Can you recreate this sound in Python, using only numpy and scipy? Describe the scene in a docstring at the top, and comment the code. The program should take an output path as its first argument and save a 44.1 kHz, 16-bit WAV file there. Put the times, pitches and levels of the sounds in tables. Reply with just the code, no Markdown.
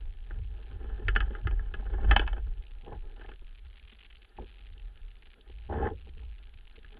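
"""Sailing boat, stern, cased camera

A small camera in a closed case on the stern of a sailing boat, its one microphone inside the case.
Wind booms in the case as a narrow noise band; ropes and gear rub, creak, knock and thud as noise and
short blows that reach the microphone through the ringing walls, over a steady hiss. The cheap
converter chirps when the pressure passes near its resting value, and cuts the treble.
"""
import sys
import numpy as np
from scipy import signal
from scipy.fft import rfft, irfft
from scipy.io import wavfile
from scipy.ndimage import uniform_filter1d

SR = 44100
rng = np.random.default_rng(int(sys.argv[2]) if len(sys.argv) > 2 else 0)


def ratio(d):
    """dB to gain"""
    e = np.asarray(d, float) / 20
    return 10 ** e


def wav_out(sig):
    """Save sig, one row per channel (or a flat mono array), as 16-bit PCM at SR to the path in sys.argv[1]."""
    wavfile.write(sys.argv[1], SR, np.round(np.clip(np.atleast_2d(sig).T, -1, 1) * 32767).astype(np.int16))


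N = 308259  # length in samples

# Source levels are settings ahead of the converter and its filters.
# Hiss of water and electronics, spectrum: [f/Hz, relative density/dB]
HISS_SPECTRUM = [(60, -6), (150, -2), (400, -5.5), (1000, -11), (2000, -9.5), (3200, -4.5), (4200, -8),
                 (5000, -11.5), (5500, -56.5), (13000, -65)]
HISS_DB = -70.5  # rms at the microphone
# Clock whine of the converter: [f/Hz, rms level/dB]
CLOCK_WHINE = [(5512, -112), (6891, -108), (8269, -102), (9647, -106), (11025, -91), (12403, -104)]

# Modes of the case walls, four groups from low to high: [f/Hz, relative drive/dB, t60/s]
CASE_LOW = [(151.83, -14, 0.12), (184, -13.5, 0.043), (220.8, -4, 0.093), (280.3, -5.5, 0.056),
            (345.5, -2, 0.068), (375.4, 0, 0.062), (435, 1, 0.051), (544, -11, 0.05)]
CASE_BODY = [(619, -9, 0.0705), (800, -0.5, 0.04156), (863, -5.5, 0.048), (970, -10, 0.036),
             (1086, -14, 0.058)]
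CASE_MID = [(1250.5, -7.5, 0.042), (1397, -6, .04), (1537, -5.5, 0.033), (1639, -5.5, 0.05),
            (1680, -4, 0.036), (1754, -2, 0.029), (2048, -16, 0.037), (2344, -12, 0.0066)]
CASE_HIGH = [(2255, -4.5, 0.028), (2542, -3, 0.016), (2604, -0.5, 0.035), (2880, -6, 0.038),
             (3086, 4, 0.016), (2980, -7, 0.038), (3376, -6, 0.027), (3840, -29.5, 0.025),
             (4370, -17, 0.011), (4530, -15, 0.0089), (4870, -0.5, 0.0065), (5200, -10, 0.018)]
CASE = (CASE_LOW, CASE_BODY, CASE_MID, CASE_HIGH)

# Soft thuds on the hull, mostly dull, a few brighter; before reach:
# [t/s, strength/dB, upper lows re lows/dB, mids re lows/dB]
THUDS = [(0.993, -37, -21, -34), (1.825, -45.5, 0, -5), (1.928, -38, -6, -20), (1.982, -40, 7.5, -2),
         (2.878, -39, -5.5, -31), (2.92, -34.5, -3, -22), (3.046, -52, -15, -30), (3.417, -48.5, -8, -17),
         (3.92, -53, -7, -15), (4.379, -42, -7, -15), (4.385, -37.5, 1.5, -18), (4.397, -35.5, -10.5, -31),
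         (5.496, -49, -6.5, -15), (5.694, -33.5, -3, -25), (6.067, -51.5, -6, -19), (6.174, -77, -12, -3.5),
         (6.224, -55.5, 1, -14), (6.777, -47.5, -24, -21), (6.845, -59, -24, 18), (6.94, -54, -5.5, 2)]
# How well a thud reaches the low, upper low and mid modes: [gain/dB]
THUD_REACH_DB = [
    [-6.5],
    [-4.5],
    [-8],
]
# Knocks of gear, before reach:
# [t/s, strength/dB, lows re mids/dB, upper lows re mids/dB, highs re mids/dB]
KNOCKS = [(0.3071, -38, -9, -13.5, -22), (1.0819, -14.5, -23, -31, -11.5), (1.151, -38.5, -14.5, -3.5, -2),
          (1.16, -13.5, -21, -23, -9.5), (1.204, -18, -28, -26.5, -14), (1.2238, -36, -20, -8.5, -16),
          (1.265, -50.5, -6.5, -25, -13), (1.305, -47.5, 10, -7.5, -13), (1.3502, -30.5, -16, -27, -22.5),
          (1.4704, -22, -20, -22.5, -15.5), (1.5087, -38.5, -9.5, -8, -10.5),
          (1.5931, -37, -18.5, -15, -45), (1.739, -27.5, -13.5, -18, -12), (1.8728, -52.5, -3.5, -7, -21),
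          (2.1104, -9.5, -22.5, -16, -12), (2.1274, -21, -17.5, -10.5, -22), (2.162, -12, -21, -6, -5.5),
          (2.1939, -22.5, -9, -8.5, -2.5), (2.2133, -35.5, -9, 3.5, -6.5), (2.265, -44, -19.5, -2, -5),
          (2.2749, -26.5, -23, -9, -8), (2.3289, -35.5, -13.5, -7, -11), (2.366, -45, -14.5, -12, -15.5),
          (2.3788, -42.5, -7.5, -7.5, -14), (3.194, -52.5, 1, -12, -4), (3.213, -43.5, -8.5, -8.5, -21),
          (3.244, -51, -3.5, -10, -24), (3.2878, -45.5, -5.5, -0.5, -3.5), (3.3151, -41, -10.5, -31, -14)]
# How well a knock reaches each of the four mode groups: [gain/dB]
KNOCK_REACH_DB = [
    [-1.],
    [1],
    [-4.5],
    [-3.],
]

# Stick-slip creaks, one list each: [t/s, level/dB]
CREAKS = [
    [(2.83, -60.5), (2.858, -56), (2.885, -46), (2.906, -55.5), (2.93, -41.5), (2.956, -52), (2.99, -62)],
    [(5.685, -59), (5.693, -44), (5.709, -39), (5.73, -35), (5.783, -36.5), (5.869, -30.5), (5.895, -41),
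     (5.94, -59)],
]
# Mean slip rate of each creak: [rate/Hz]
CREAK_SLIP_HZ = [140, 66.]
# Mids re lows of each creak at full load: [level/dB]
CREAK_MID_DB = [-14, -9.5]
CREAK_MID_FOLLOWS = 0.48  # the mids sink this much further per dB as the load eases

# Effort of ropes and bodies rubbing the deck: [t/s, level/dB]
RUB_EFFORT = [(0, -67.5), (.35, -68.5), (.55, -66), (.7, -60.5), (.9, -53), (1.3, -55.5), (1.7, -61),
              (2.0, -54.5), (2.12, -47), (2.22, -54), (2.35, -64), (2.8, -70), (3.08, -63.5), (3.4, -77),
              (4.2, -74.5), (4.75, -69.5), (5.08, -77), (5.57, -69), (5.74, -72), (6.03, -71),
              (6.25, -72.5), (6.99, -74.5)]
RUB_BODY_DB, RUB_MID_DB = -5, -6.0  # upper lows and mids re lows
RUB_MID_LEAST_DB = -75.0  # the mids never quite rest
# Louder scrapes: [t of peak/s, rise/s, fall/s, peak level/dB, mids re lows/dB]
SCRAPES = [(.308, 0.011, 0.041, -52, 0.5), (0.361, 0.037, 0.27, -57, -10.5), (.72, 0.12, .2, -55.5, -7.5),
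           (0.842, 0.057, 0.18, -50, -9), (1.02, .04, 0.036, -47, -14.5), (1.25, .03, 0.035, -52.5, 2.5),
           (1.31, .03, .05, -47.5, -10.5), (1.867, 0.087, 0.062, -52, -2), (1.93, .005, .3, -49, -9.5),
           (2.05, .3, .04, -43.5, -7.5), (2.096, 0.048, 0.011, -41, -5), (2.228, 0.013, 0.039, -47, 1),
           (2.295, 0.01017, .04, -49, -3), (2.379, 0.065, .06, -52.5, -6.5), (3.059, .03, 0.23, -58, -22),
           (3.17, 0.048, .04, -60.5, -9), (3.222, 0.034, 0.017, -60.5, 7.5), (3.25, .02, 0.026, -57.5, 0),
           (3.29, 0.022, 0.068, -54, -8.5), (4.411, 0.011, 0.038, -43.5, -19.5),
           (5.37, 0.032, 0.13, -60.5, -12), (5.494, .06, .09, -59, -12.5), (5.9, 0.0095, 0.068, -41.5, -27),
           (6.075, 0.033, 0.036, -55, -22), (6.18, 0.042, 0.15, -57, -13), (6.95, 0.055, .1, -59, -7)]
SCRAPE_EDGE_DB, SCRAPE_STUTTER_DB = 16.0, 2  # loss over the rise and over the fall; uneven grip
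SCRAPE_BODY_DB, SCRAPE_BODY_FOLLOWS = -0.5, 0.77  # upper lows re lows; share of the mids' tilt

# Steady wind pressure on the case between the puffs: [t/s, level/dB]
WIND = [(0, -43), (.7, -42.5), (1.0, -37.5), (1.3, -36.5), (1.75, -39.5), (2.1, -29.5), (2.45, -38),
        (2.7, -45.5), (2.95, -41.5), (3.5, -45), (3.85, -55.5), (4.2, -53.5), (4.28, -61.5), (4.45, -48.5),
        (5.0, -48.5), (5.4, -57.5), (5.6, -44.5), (6.1, -43.5), (6.5, -50.5), (6.99, -47.5)]
# Puffs of wind: [t/s, peak level/dB, half length/s]
PUFFS = [(.06, -32, 0.061), (.23, -39, 0.028), (.35, -30.5, 0.049), (.51, -34.5, 0.097), (.76, -37, 0.028),
         (.92, -33.5, 0.1), (1.07, -23.5, 0.016), (1.13, -22, 0.045), (1.24, -22.5, 0.043),
         (1.46, -21.5, 0.018), (1.55, -26, 0.079), (1.67, -32.5, .04), (1.79, -33.5, .025),
         (1.94, -27.5, 0.09), (2.1, -17, 0.056), (2.23, -27.5, .05), (2.33, -27, .025),
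         (2.45, -30.5, 0.069), (2.59, -33.5, .025), (2.75, -42, 0.067), (3.67, -42.5, 0.049),
         (3.85, -45, 0.026), (4.42, -43, .04), (4.67, -45, 0.049), (4.85, -38.5, 0.064), (5.05, -40, 0.059),
         (5.3, -50, 0.03), (5.55, -41.5, .07), (5.72, -33, .03), (5.82, -29, .05), (6.29, -39, 0.11),
         (6.58, -45.5, 0.036), (6.81, -42.5, 0.033), (6.91, -46.5, 0.047)]
# Pitch of the boom, shifting with the wind angle: [t/s, f/Hz]
BOOM_PITCH = [(0, 34.32), (.2, 35), (.35, 45.15), (1.0, 48.11), (1.12, 42.91), (1.3, 44.99), (1.9, 42.62),
              (2.05, 44.95), (2.35, 48.15), (2.55, 44.54), (2.7, 35.42), (3.5, 35.64), (3.65, 46.61),
              (4.77, 44.79), (4.93, 35.71), (5.28, 35.6), (5.45, 49.7), (5.8, 66.93), (5.95, 57.8),
              (6.2, 56.83), (6.45, 46.13), (6.64, 36.99), (6.99, 36.73)]
# Jolts of the hull that shake the case above the boom: [t/s, peak level/dB, half length/s]
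JOLTS = [(.41, -42, 0.059), (.75, -46, 0.046), (1.08, -36, .03), (1.19, -39, 0.028), (1.46, -31, 0.024),
         (1.75, -45, 0.027), (2.12, -24, 0.035), (2.93, -45, 0.053), (4.41, -45, .025), (4.73, -58, 0.035),
         (5.8, -31.5, 0.073), (5.93, -41, 0.042), (6.15, -51.5, 0.055)]
SWELL_EDGE_DB = 8.0  # loss of a puff or jolt at its half length
LUMPS_DB, LUMPS_HZ = 1, 7.0  # spread and rate of chance swelling in the steady wind
FLUTTER_DB, FLUTTER_IN_PUFFS_DB = -15.0, -22.5  # flutter re the steady wind, re the puffs


def in_time(rows):
    """Interpolate the columns of a table to every sample."""
    s, *columns = np.transpose(rows)
    return [np.interp(np.arange(N) / SR, s, column) for column in columns]


def rms_one(x):
    """Scale to unit rms."""
    return x / np.sqrt(np.mean(x ** 2) + 1e-20)


def drift(rate_hz):
    """Slow chance of unit rms: white noise through two equal low-pass poles."""
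    r = np.exp(-2 * np.pi * rate_hz / SR)
    noise = rng.standard_normal(N + SR)
    return rms_one(signal.lfilter([1], [1, -2 * r, r * r], noise)[SR:])  # first second settles


def filtered(x, order, edges_hz, kind="low"):
    """Butterworth filter, low-pass unless told otherwise."""
    return signal.sosfilt(signal.butter(order, edges_hz, kind, fs=SR, output="sos"), x)


def swells(rows):
    """Each row rises to its peak and sinks again; the strongest is heard."""
    t = np.arange(N) / SR
    return np.max([ratio(db - SWELL_EDGE_DB * ((t - s) / half) ** 2) for s, db, half in rows], axis=0)


def while_on(rows):
    """1 from the first to the last row of a table, with soft edges."""
    t = np.arange(N) / SR
    return np.clip(np.minimum(t - rows[0][0], rows[-1][0] - t) / 0.0065, 0, 1)


def ring(drives, modes):
    """Damped resonators; neighbours swing in opposite sense, so the sum builds up and skirts cancel."""
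    out = 0
    for k, (drive, (hz, db, t60)) in enumerate(zip(drives, modes)):
        r = ratio(-60 / (t60 * SR))
        w = 2 * np.pi * hz / SR
        feed = [0, ratio(db) * np.sin(w)]
        out = out + (-1) ** k * signal.lfilter(feed, [1, -2 * r * np.cos(w), r * r], drive + 1e-18)
    return filtered(out, 2, [0.88 * modes[0][0], 1.2 * modes[-1][0]], "band")


def shaken(drive):
    """The four mode groups of the case under one shared drive, each of unit rms."""
    return [rms_one(ring([drive] * len(modes), modes)) for modes in CASE]


def blows(s, group_db, contact_s, after_s, after_db, spread_db=3.0):
    """A blow reaches every mode with its own small delay and strength; a fading rattle goes with it."""
    length = 2600  # rattle in samples
    t = np.arange(length) / SR
    start = np.round(s * SR).astype(int)
    at = np.minimum(start[:, None] + np.arange(length), N - 1)
    rattle = ratio(after_db) * rng.standard_normal(at.shape) * np.exp(-t / after_s)
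    out = 0
    for modes, db in zip(CASE, group_db):
        strength = ratio(db[:, None] + spread_db * rng.standard_normal((len(s), len(modes))))
        delay = (contact_s * SR * rng.random(strength.shape)).astype(int)
        hit = start[:, None] + delay
        drives = []
        for mode_strength, mode_hit in zip(strength.T, hit.T):
            rattling = np.bincount(at.ravel(), (rattle * mode_strength[:, None]).ravel(), N)
            drives.append(rattling + np.bincount(mode_hit, mode_strength, N))
        out = out + ring(drives, modes)
    return out


def hiss():
    """Steady water and electronics: Gaussian noise shaped to a smooth spectrum."""
    hz, db = np.transpose(HISS_SPECTRUM)
    bins_hz = np.arange(N // 2 + 1) * SR / N + 1  # 1 Hz up, to keep the logarithm finite
    colour = ratio(np.interp(np.log(bins_hz), np.log(hz), db))
    return ratio(HISS_DB) * rms_one(irfft(rfft(rng.standard_normal(N)) * colour, N))


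def thuds():
    """Soft contacts on the hull ring the case walls but leave the highest modes still."""
    s, peak_db, body_db, mid_db = np.transpose(THUDS)
    groups = peak_db + np.array([0 * s, body_db, mid_db]) + THUD_REACH_DB
    return blows(s, groups, contact_s=0.0011, after_s=0.0081, after_db=-29.5)


def knocks():
    """Hard strikes of gear ring all modes of the case walls."""
    s, peak_db, low_db, body_db, high_db = np.transpose(KNOCKS)
    groups = peak_db + np.array([low_db, body_db, 0 * s, high_db]) + KNOCK_REACH_DB
    return blows(s, groups, contact_s=0.002, after_s=0.013, after_db=-32.0)


def creaks(push_db=-3.0, body_db=-5.0, high_db=-17.0):
    """A loaded rope slips in uneven steps: each pushes the case and lets out a spurt of friction noise."""
    out = 0
    for rows, slip_hz, full_db in zip(CREAKS, CREAK_SLIP_HZ, CREAK_MID_DB):
        level_db, = in_time(rows)
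        mid_db = full_db + CREAK_MID_FOLLOWS * (level_db - level_db.max())
        turns = np.cumsum(slip_hz * (1 + 0.12 * drift(20.0))) / SR  # slips so far
        spurts = rng.standard_normal(N) * np.exp(-2.0 * (turns % 1))
        low, body, mid, high = shaken(spurts)
        friction = low + ratio(body_db) * body + ratio(mid_db) * (mid + ratio(high_db) * high)
        push = ratio(push_db) * np.sin(2 * np.pi * turns)
        out = out + (friction + push) * ratio(level_db) * while_on(rows)
    return out


def rubbing(grain_db=4.0, high_db=-9.0):
    """Grainy friction noise shakes every mode of the case; scrapes stand out of the steady rub."""
    low, body, mid, high = shaken(rng.standard_normal(N) * ratio(grain_db * drift(40.0)))
    t = np.arange(N) / SR
    effort_db, = in_time(RUB_EFFORT)
    rub_mid_db = np.maximum(effort_db + RUB_MID_DB, RUB_MID_LEAST_DB)
    force_db = np.array([effort_db, effort_db + RUB_BODY_DB, rub_mid_db])
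    stutter_db = SCRAPE_STUTTER_DB * drift(14.0)
    for s, rise, fall, db, mid_db in SCRAPES:
        near = slice(max(int((s - 5 * rise) * SR), 0), int((s + 5 * fall) * SR))
        away = np.maximum((s - t[near]) / rise, (t[near] - s) / fall)
        shape_db = db + stutter_db[near] - SCRAPE_EDGE_DB * away
        tilt_db = np.array([[0], [SCRAPE_BODY_DB + SCRAPE_BODY_FOLLOWS * mid_db], [mid_db]])
        force_db[:, near] = np.maximum(force_db[:, near], shape_db + tilt_db)
    force = ratio(force_db)
    return force[0] * low + force[1] * body + force[2] * (mid + ratio(high_db) * high)


def noise_band(low_hz, high_hz):
    """Band-passed noise of unit rms."""
    return rms_one(filtered(rng.standard_normal(N), 3, [low_hz, high_hz], "band"))


def wind(width_hz=9.1, even=0.71, deep_db=1.5, hull_db=-10.0, buffet_db=-17.5, deep_in_puffs_db=-6.5):
    """A narrow band of noise on the wandering boom pitch, between a deep heave and a lighter flutter."""
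    steady = ratio(in_time(WIND)[0] + LUMPS_DB * drift(LUMPS_HZ))
    puffs = swells(PUFFS)
    centre_hz, = in_time(BOOM_PITCH)
    band = drift(width_hz) + 1j * drift(width_hz)
    band = band / (np.abs(band) + 0.023) ** even  # the boom swells less than free noise
    boom = rms_one(np.real(band * np.exp(2j * np.pi * np.cumsum(centre_hz) / SR)))
    boom = filtered(boom, 2, 85.0)  # low-pass keeps the boom smooth and deep
    heave = noise_band(12.0, 30.0)
    flutter = noise_band(56.0, 86.0)
    hull = noise_band(98.0, 114.0)  # narrow hull resonance
    rustle = noise_band(120.0, 190.0)
    flutter = flutter + ratio(hull_db) * hull + ratio(buffet_db) * rustle
    boom_level = np.hypot(steady, puffs)
    heave_level = np.hypot(ratio(deep_db) * steady, ratio(deep_in_puffs_db) * puffs)
    flutter_level = ratio(FLUTTER_DB) * steady + ratio(FLUTTER_IN_PUFFS_DB) * puffs + swells(JOLTS)
    return boom_level * boom + heave_level * heave + flutter_level * flutter


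def scene():
    """All sources at the one microphone in the case; distance enters only through their levels."""
    return (wind() + rubbing() + creaks() + knocks() + thuds() + hiss())[None]


def idle_tone(pressure, rest=0.0028):
    """The converter sings at a pitch set by its input's distance from rest; audible only near rest."""
    hz_per_unit, tone_db, lag_hz, sway_share = 2.9e6, -48.5, 110.0, 0.5  # tone level before its band-pass
    inside = filtered(pressure, 1, lag_hz)
    strength = np.sqrt(uniform_filter1d(inside ** 2, size=12000) + 1e-12)
    sway = sway_share * strength * drift(11.0)  # gusts too slow to be heard shift the crossing point
    hz = hz_per_unit * (inside + sway - rest)
    tone = ratio(tone_db) * np.sin(2 * np.pi * np.cumsum(hz) / SR) * (np.abs(hz) < 7000)
    return filtered(tone, 1, [2200.0, 3600.0], "band")


def clock_whine():
    """Steady sines leaking from the converter's clock."""
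    t = np.arange(N) / SR
    return sum(np.sqrt(2) * ratio(db) * np.sin(2 * np.pi * hz * t) for hz, db in CLOCK_WHINE)


def low_pass(x):
    """Removes everything above the highest recorded frequency."""
    return signal.sosfilt(signal.butter(12, 13050, fs=SR, output="sos"), x)


def record(dry):
    """Idle tone and clock whine join; treble falls in two steps, a coupling capacitor trims deep bass."""
    heard = dry[0] + idle_tone(dry[0])
    shelf = filtered(heard, 6, 3600.0) + ratio(-42.0) * heard
    cut = signal.sosfilt(signal.cheby2(12, 50, 5500.0, fs=SR, output="sos"), shelf)
    coupled = ratio(-1.0) * filtered(cut, 1, 28.0, "high")
    amplifier_noise = ratio(-93.0) * rng.standard_normal(N)  # enters past the filters
    mix = (coupled + clock_whine() + amplifier_noise)[None]
    return low_pass(mix)


dry = scene()
out = record(dry)
wav_out(out)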